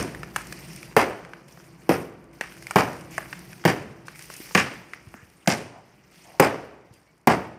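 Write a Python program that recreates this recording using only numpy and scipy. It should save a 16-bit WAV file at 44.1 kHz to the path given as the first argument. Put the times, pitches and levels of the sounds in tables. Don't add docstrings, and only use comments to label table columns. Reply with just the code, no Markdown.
import sys
import numpy as np
from scipy import signal
from scipy.io import wavfile
from scipy.ndimage import uniform_filter1d

SR = 44100
rng = np.random.default_rng(int(sys.argv[2]) if len(sys.argv) > 2 else 0)


def to_linear_factor(level_db):
    exponent = np.asarray(level_db, float) / 20
    return 10 ** exponent


def int16_out(signal):
    q = np.round(np.clip(np.atleast_2d(signal).T, -1, 1) * 32767)
    wavfile.write(sys.argv[1], SR, q.astype(np.int16))


N = 334495
LEAD = SR // 5
TOTAL = N + LEAD


def clock():
    return (np.arange(TOTAL) - LEAD) / SR


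def at_hz(points, hz, axis=1):
    return np.interp(np.log(hz), np.log(np.array(points)[:, 0]), np.array(points)[:, axis])


def rms_one(x):
    return x / np.sqrt(np.mean(x ** 2) + 1e-20)


def peak_one(x):
    return x / (np.max(np.abs(x)) + 1e-20)


def band(x, low_hz, high_hz):
    edges = [low_hz, min(high_hz, .45 * SR)]
    return signal.sosfilt(signal.butter(2, edges, "band", fs=SR, output="sos"), x)


def ring(clicks, hz, t60):
    r, w = to_linear_factor(-60 / (max(t60, .001) * SR)), 2 * np.pi * hz / SR
    return signal.lfilter([0, np.sin(w)], [1, -2 * r * np.cos(w), r * r], clicks + 1e-18)


def drift(rate):
    r = np.exp(-80 * np.pi * rate / SR)
    slow = signal.lfilter([1], [1, -2 * r, r * r], rng.standard_normal(TOTAL // 40 + 2002))[2000:]
    return np.interp(np.arange(TOTAL) / 40, np.arange(len(slow)), rms_one(slow))


def burst(size, decay_s, rise_s):
    t = np.arange(size) / SR
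    clicks = rng.standard_normal(size) * to_linear_factor(7.0 * rng.exponential(1, size).clip(0, 4))
    return clicks * (1 - np.exp(-t / rise_s)) * np.exp(-t / decay_s)


def add(track, s, sound):
    at = LEAD + round(s * SR)
    track[at:at + len(sound)] += sound[:len(track) - at]


# time_s, level_db
MOTOR_LEVEL = [(0, -39.5), (.7, -42.5), (1.5, -51), (3.3, -44), (4.2, -50.5), (5.0, -53.5), (5.4, -59.5),
               (6.4, -56), (7.58, -67.5)]


def motor_level():
    s, db = np.transpose(MOTOR_LEVEL)
    return np.interp(clock(), s, db)


# pitch_hz, level_db
MOTOR_LINES = [(58, -22.5), (165, 1), (186, -1.5), (305, -1.5), (335, 8), (365, -9)]


def hum(drone_db):
    white = rng.standard_normal(TOTAL)
    lines = sum(to_linear_factor(db) * rms_one(ring(white, hz, 1.0)) for hz, db in MOTOR_LINES)
    return to_linear_factor(drone_db - 11) * rms_one(lines)


# start_s, pitch_hz, level_db, length_s
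BIRD_NOTES = [(.865, 4800, -60, .06), (1.40, 4200, -68, .04), (3.34, 3600, -60, .05),
              (4.05, 5100, -62, .03), (6.938, 4800, -66, .05), (7.06, 2250, -68, .06)]


def peeps():
    out = np.zeros(TOTAL)
    for s, hz, db, length in BIRD_NOTES:
        t = np.arange(round(length * SR)) / SR
        swell = np.sqrt(np.sin(np.pi * t / length))
        add(out, s, to_linear_factor(db) * swell * np.sin(2 * np.pi * hz * t * (1 - 0.05 * t)))
    return out


# pitch_hz, level_db_per_hz, t60_s
YARD_TAIL = [(60, 4, 0.7), (160, -4, 0.48), (420, 0, 0.47), (1100, -1, 0.43), (2830, 1.5, 0.42),
             (7700, -2, 0.39), (15300, 12, 0.034)]
# pitch_hz, level_db_per_hz
DRONE_COLOUR = [(30, -4.5), (58, 26.5), (90, -10), (150, 21.5), (230, -5.5), (315, 8), (450, -10.5),
                (900, -51.5)]
# pitch_hz, level_db_per_hz
AIR_COLOUR = [(200, 20.5), (500, 16), (1000, 12.5), (2200, 2.5), (4000, -15.5), (9000, -88), (15000, -51)]


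def octave_thirds():
    edges = 30 * 2 ** np.arange(0, 9.2, 1 / 3)
    return zip(edges, edges[1:], np.sqrt(edges[1:] * edges[:-1]))


def diffuse(struck, sand_db, tilt_db, drone_db, air_db):
    yard_db, build_up_s = -10, 0.0023
    late_db, late_stretch = -13.5, 2.2
    white, together, own = rng.standard_normal((2, TOTAL)), drift(3.9), drift(25.0)
    clumps = to_linear_factor(2 * 2.0 * drift(120.0))
    out, build = 0, np.exp(-1 / (build_up_s * SR))
    for k, (low, high, hz) in enumerate(octave_thirds()):
        fade = to_linear_factor(-120 / (at_hz(YARD_TAIL, hz, axis=2) * SR))
        energy = 0.46 * band(struck, low / 1.306, high * 1.317) ** 2 + 1e-18
        fed = signal.lfilter([(1 - build) / 441], [1, -build], energy)
        tail = signal.lfilter([1], [1, -fade], fed) * clumps
        tail += to_linear_factor(2 * late_db) * signal.lfilter([1], [1, -fade ** (1 / late_stretch)], fed)
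        tail *= to_linear_factor(2 * (yard_db + at_hz(YARD_TAIL, hz)))

        flicker = 0.55 * together + np.roll(own, 9001 * k)
        sand_colour = at_hz(GRAIN_COLOUR, hz) + tilt_db * np.log2(hz / 6000)
        steady = to_linear_factor(2 * (sand_db + sand_colour - 42 + 3.3 * flicker))
        steady += to_linear_factor(2 * (drone_db + at_hz(DRONE_COLOUR, hz) - 37.5 + 1.1 * flicker))
        steady += to_linear_factor(2 * (air_db + at_hz(AIR_COLOUR, hz) - 39.0 + .8 * flicker))
        power = tail + steady * (high - low)
        out = out + np.sqrt(power) * rms_one(band(white[k % 2], low, high))
    return out


# start_s, length_s, level_db, pitch_hz
BOOT_SCUFFS = [(5.142, 0.066, -55, 1500), (5.714, 0.072, -49, 720), (6.242, 0.12, -54, 720),
               (3.11, 0.05, -52.5, 2400), (4.3, 0.024, -57, 2400)]


def scuffs():
    out, bumps = np.zeros(TOTAL), to_linear_factor(1.7 * drift(60.0))
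    t = np.arange(SR // 3) / SR
    for s, length, db, hz in BOOT_SCUFFS:
        drag = rms_one(band(rng.standard_normal(len(t)), hz * .8, hz * 1.31))
        envelope = (1 - np.exp(-t / 0.0075)) * np.exp(-(t - length).clip(0) / .03)
        add(out, s, to_linear_factor(db) * drag * envelope)
    return out * bumps


# start_s, length_s, level_db, swell_db_per_s
SAND_SHOWERS = [(0, 0.8, -64.5, 9), (0.333, 0.55, -58, -20), (1.478, .45, -61.5, -26),
                (2.331, 0.028, -63.5, -2), (2.406, 0.51, -59.5, 4.5), (3.108, 0.021, -54, 0),
                (3.14, 0.42, -63, 6.5), (4.053, 0.047, -62, -12), (4.146, 0.26, -56.5, 21.5),
                (4.7, 0.56, -72.5, 11.5), (5.851, 0.29, -73.5, 13), (6.109, 0.2, -64.5, 11.5),
                (6.923, 0.2, -68.5, -45)]


def falling_sand():
    rise_s, fall_s = 0.0023, 0.13
    dust_db, dust_fall_s = -48, .04
    t = clock()
    power = to_linear_factor(2 * (-71 - 1.9 * t))
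    for s, length, db, swell_db in SAND_SHOWERS:
        age = (t - s).clip(0)
        rise, fall = 1 - np.exp(-age / rise_s), np.exp(-(age - length).clip(0) / fall_s)
        power += rise * to_linear_factor(2 * (db + swell_db * age.clip(0, length))) * fall
    for s, *_ in EARLIER_BLOW + HAMMER_BLOWS:
        power += (t > s) * to_linear_factor(2 * dust_db) * np.exp(-(t - s).clip(0) / dust_fall_s)
    return 10 * np.log10(power)


# pitch_hz, level_db_per_hz
GRAIN_COLOUR = [(700, -12), (1300, -6), (2300, 6.5), (5000, 7), (9000, -1), (12000, 2.5), (15000, 1)]


def grit(grains_per_s, grit_db, tilt_db):
    sizes = to_linear_factor(5.0 * rng.exponential(1, TOTAL).clip(0, 3.2)) * rng.choice([-1, 1], TOTAL)
    born = rng.random(TOTAL) < grains_per_s * to_linear_factor(5.0 * drift(40.0)) / SR
    pitches, dealt = np.geomspace(2200, 14000, 10), rng.integers(0, 10, TOTAL)
    grains = np.zeros(TOTAL)
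    for k, hz in enumerate(pitches):
        colour_db = at_hz(GRAIN_COLOUR, hz) + tilt_db * np.log2(hz / 6000)
        grains += to_linear_factor(colour_db) * ring(sizes * born * (dealt == k), hz, 4.0 / hz)
    evened = grains / np.sqrt(uniform_filter1d(grains ** 2, size=SR // 4) + 1e-12)
    return to_linear_factor(grit_db + 0.5) * evened


# start_s, peak_db, pitch_hz, tick_db
CHIP_LANDINGS = [(0.025, -24.5, 910, 2), (0.148, -27, 1870, -11), (0.232, -22.5, 1800, -18),
                 (0.361, -11, 1760, -5.5), (0.524, -21.5, 2500, -5.5), (0.589, -41, 2150, 2),
                 (0.667, -51, 1685, -6), (0.829, -28.5, 2490, -11), (0.912, -40.5, 902, -14),
                 (1.249, -29, 1860, -18), (1.334, -28, 1570, -42), (1.574, -37, 1040, -18),
                 (1.6, -38, 1870, -10), (2.41, -13, 1910, -20), (2.522, -33, 2110, -11),
                 (2.567, -41, 1870, 1), (2.624, -32.5, 2570, -2), (2.668, -20.5, 2270, -6.5),
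                 (2.709, -16.5, 1440, -4.5), (3.18, -14, 1150, -6.5), (3.328, -21.5, 1750, -31),
                 (3.53, -31, 2440, -10), (4.082, -22.5, 1920, -33), (4.157, -32, 2460, -4),
                 (4.192, -30, 2470, 2), (4.3, -30.5, 1210, -3), (4.339, -31, 2330, 3),
                 (4.509, -32, 1000, -18), (4.934, -23, 1920, -43), (5.14, -29.5, 1150, -14)]
# start_s, peak_db, pitch_hz, tick_db
HEAD_GRAZES = [(1.882, -46, 1000, -20), (3.6395, -29, 1300, -22), (5.460, -35, 1500, -8)]


def chips():
    out = np.zeros(TOTAL)
    for s, peak_db, hz, tick_db in CHIP_LANDINGS + HEAD_GRAZES:
        touch = burst(size=SR // 12, decay_s=0.0027, rise_s=0.0003)
        clack = peak_one(band(touch, hz * 0.41, hz * 1.73))
        clack += 0.54 * peak_one(ring(touch, hz, t60=0.0067))
        body, tick = band(touch, 300, 1000), band(touch, 2300, 9200)
        chip = peak_one(clack) + to_linear_factor(-19) * peak_one(body) + to_linear_factor(tick_db + 0.5) * peak_one(tick)
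        add(out, s, to_linear_factor(peak_db) * chip)
    return out


# start_s, peak_db
SPLINTER_TICKS = [(0.4174, -30), (0.4695, -27.5), (0.732, -35.5), (0.7608, -30.5), (1.2915, -48.5),
                  (1.4825, -44), (1.5225, -40.5), (1.834, -49), (2.2413, -49), (2.3291, -51), (2.9307, -35),
                  (3.0091, -34), (3.3916, -30), (4.0687, -39), (4.223, -30), (4.2547, -36), (4.3644, -30.5),
                  (4.3825, -39), (5.0858, -46), (5.3006, -43.5), (6.938, -42), (7.1788, -54), (7.2125, -52)]


def specks():
    out = np.zeros(TOTAL)
    for s, peak_db in SPLINTER_TICKS:
        tick = band(burst(size=SR // 12, decay_s=0.0026, rise_s=0.0003), 2900, 11000)
        add(out, s, to_linear_factor(peak_db) * peak_one(tick))
    return out


# start_s, peak_db, pitch_hz
LUMP_THUDS = [(2.4105, -21, 660), (3.181, -21, 660), (4.401, -31.5, 328), (5.068, -33.5, 102),
              (5.143, -36.5, 234), (5.226, -38, 96.9), (6.908, -38.5, 118)]


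def thuds():
    out = np.zeros(TOTAL)
    for s, peak_db, hz in LUMP_THUDS:
        touch = band(burst(size=SR // 12, decay_s=0.00067, rise_s=0.0023), 50, 450 + hz)
        add(out, s, to_linear_factor(peak_db) * peak_one(ring(touch, hz, 0.018 + 3.1 / hz)))
    return out


# delay_s, level_db, smear_s
WALL_ECHOES = [(.0085, -26, .002), (0.0259, -7, .002), (.0335, -13.5, 0.0038), (.040, -11, 0.0037),
               (.0478, -8, .002), (0.061, -14, .005), (.074, -19, .006)]


def echoes(x):
    early, n = np.zeros(SR // 6), np.arange(SR // 30)
    for delay, db, smear in WALL_ECHOES:
        patch = .7 * rng.standard_normal(len(n)) * np.exp(-n / (smear * SR)) / np.sqrt(smear * SR)
        patch[0] = .9
        at = round(delay * SR)
        early[at:at + len(patch)] += to_linear_factor(db) * patch
    walls = band(early, 970, 11000) + to_linear_factor(-8.5) * band(early, 3600, 7500)
    return signal.fftconvolve(x, walls)[:TOTAL]


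# start_s, peak_db
FACE_SPLITS = [(6.3983, -8), (6.4010, -4), (7.2715, -14), (7.2755, -11)]


def splits():
    out = np.zeros(TOTAL)
    for s, db in FACE_SPLITS:
        snap = band(burst(size=SR // 3, decay_s=.0006, rise_s=.0002), 3500, 17000)
        add(out, s, to_linear_factor(db) * peak_one(snap))
    return out


# start_s, knock_db, thump_db, crunch_db, snap_db
HAMMER_BLOWS = [
    (0.965, 0.5, -20, -20, -21),
    (1.892, -2.5, -19, -25, -29),
    (2.758, 1.5, -17.5, -21.5, -22),
    (3.651, -2.5, -14.5, -20.5, -21),
    (4.549, -7, -18.5, -12, -15),
    (5.474, -7.5, -19, -20, -14.5),
    (6.397, 3, -15, -14.5, -20.5),
    (7.272, 0, -17.5, -19, -24.5),
]
# start_s, knock_db, thump_db, crunch_db, snap_db
EARLIER_BLOW = [(-0.065, -10, -15, -21.5, -14)]
STEEL_RING_DB = [-52, -56, -45, -44, -58, -58, -60, -52, -60]
# pitch_hz, level_db, t60_s
BLOCK_MODES = [(170, -9, 0.092), (187, -2.5, 0.058), (229.8, -7.5, 0.14), (332, 1, 0.039), (402, -2, 0.05),
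               (506, -2, 0.044), (554, -8, 0.052), (664, -1, 0.02), (687, -19.5, 0.048), (705, -10, 0.013),
               (755, 8, 0.013), (1025, 8, 0.004)]
# pitch_hz, level_db, t60_s
HEAD_MODES = [(9066, -5, .16), (13024, 5, .3), (8514, -11, .1)]


def block_modes(push):
    modes = []
    for hz, db, t60 in BLOCK_MODES:
        level = to_linear_factor(db + rng.normal(0, 1.8))
        late_push = np.roll(push, rng.integers(0, 90))
        modes.append(level * ring(late_push, hz * rng.normal(1, 0.044), t60))
    return modes


def blows():
    out, size = np.zeros(TOTAL), SR // 3
    strikes = zip(EARLIER_BLOW + HAMMER_BLOWS, STEEL_RING_DB)
    for (s, knock_db, thump_db, crunch_db, snap_db), steel_db in strikes:
        push = np.exp(-((np.arange(size) / SR - .0006) / 0.00021) ** 2)
        push += 0.52 * np.roll(push, rng.integers(180, 500))
        modes = block_modes(push)
        thump, knock = band(sum(modes[:4]), 140, 400), band(sum(modes[4:]), 220, 2800)
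        crunch = band(burst(size=size, decay_s=0.0054, rise_s=0.0025), 920, 2660)

        split = peak_one(burst(size=size, decay_s=0.0015, rise_s=0.00071))
        split += to_linear_factor(-28) * peak_one(burst(size=size, decay_s=0.005, rise_s=.002))
        snap, crack = band(split, 2900, 7200), band(split, 9100, 18000)
        crack_db = 0.36 * (snap_db + 20.5) - 8.5 - 2.0 * s

        click = np.eye(1, size)[0]
        steel = to_linear_factor(steel_db) * sum(to_linear_factor(db) * ring(click, hz, t60) for hz, db, t60 in HEAD_MODES)
        low = to_linear_factor(thump_db + 8.5) * peak_one(thump) + to_linear_factor(knock_db - 1) * peak_one(knock)
        low += to_linear_factor(crunch_db + 9.5) * peak_one(crunch)
        high = to_linear_factor(snap_db + 9.0) * peak_one(snap) + to_linear_factor(crack_db) * peak_one(crack)
        add(out, s, low + high + steel)
    return out


def scene():
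    grit_db, drone_db = falling_sand(), motor_level()
    air_db = -64 + .6 * (drone_db + 49.5)
    tilt_db = -1 + 0.15 * (grit_db + 59.5)
    hammer, snaps = blows(), splits()
    fallen = chips() + specks() + thuds()
    chip_send_db = -7.5
    field = diffuse(hammer + to_linear_factor(chip_send_db) * fallen, grit_db, tilt_db, drone_db, air_db)
    field += grit(1000, grit_db, tilt_db) + hum(drone_db) + peeps() + scuffs()
    slaps = echoes(hammer + to_linear_factor(-8) * snaps + to_linear_factor(chip_send_db - 5.5) * fallen)
    return (hammer + snaps + fallen + slaps + field)[None, LEAD:]


def low_pass(x):
    return signal.sosfilt(signal.butter(12, 17130, fs=SR, output="sos"), x)


# pitch_hz, width_hz, gain_db
MIC_PORT = [(2090, 1720, 4.5), (3720, 1590, -9), (5270, 2100, 4), (7960, 2700, -3), (8800, 1400, 9)]


def record(dry):
    x = signal.sosfilt(signal.butter(2, 110, "high", fs=SR, output="sos"), dry)
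    x = signal.sosfilt(signal.cheby2(10, 50, 16400, fs=SR, output="sos"), x)
    for hz, width_hz, db in MIC_PORT:
        w, g = 2 * np.pi * hz / SR, to_linear_factor(db / 2)
        q = np.sin(w) * width_hz / hz / 2
        boost, cut = [1 + q * g, -2 * np.cos(w), 1 - q * g], [1 + q / g, -2 * np.cos(w), 1 - q / g]
        x = signal.lfilter(boost, cut, x)
    ceiling = .95
    mix = x / (1 + (x / ceiling) ** 4) ** (1 / 4)
    return low_pass(mix)


dry = scene()
out = record(dry)
int16_out(out)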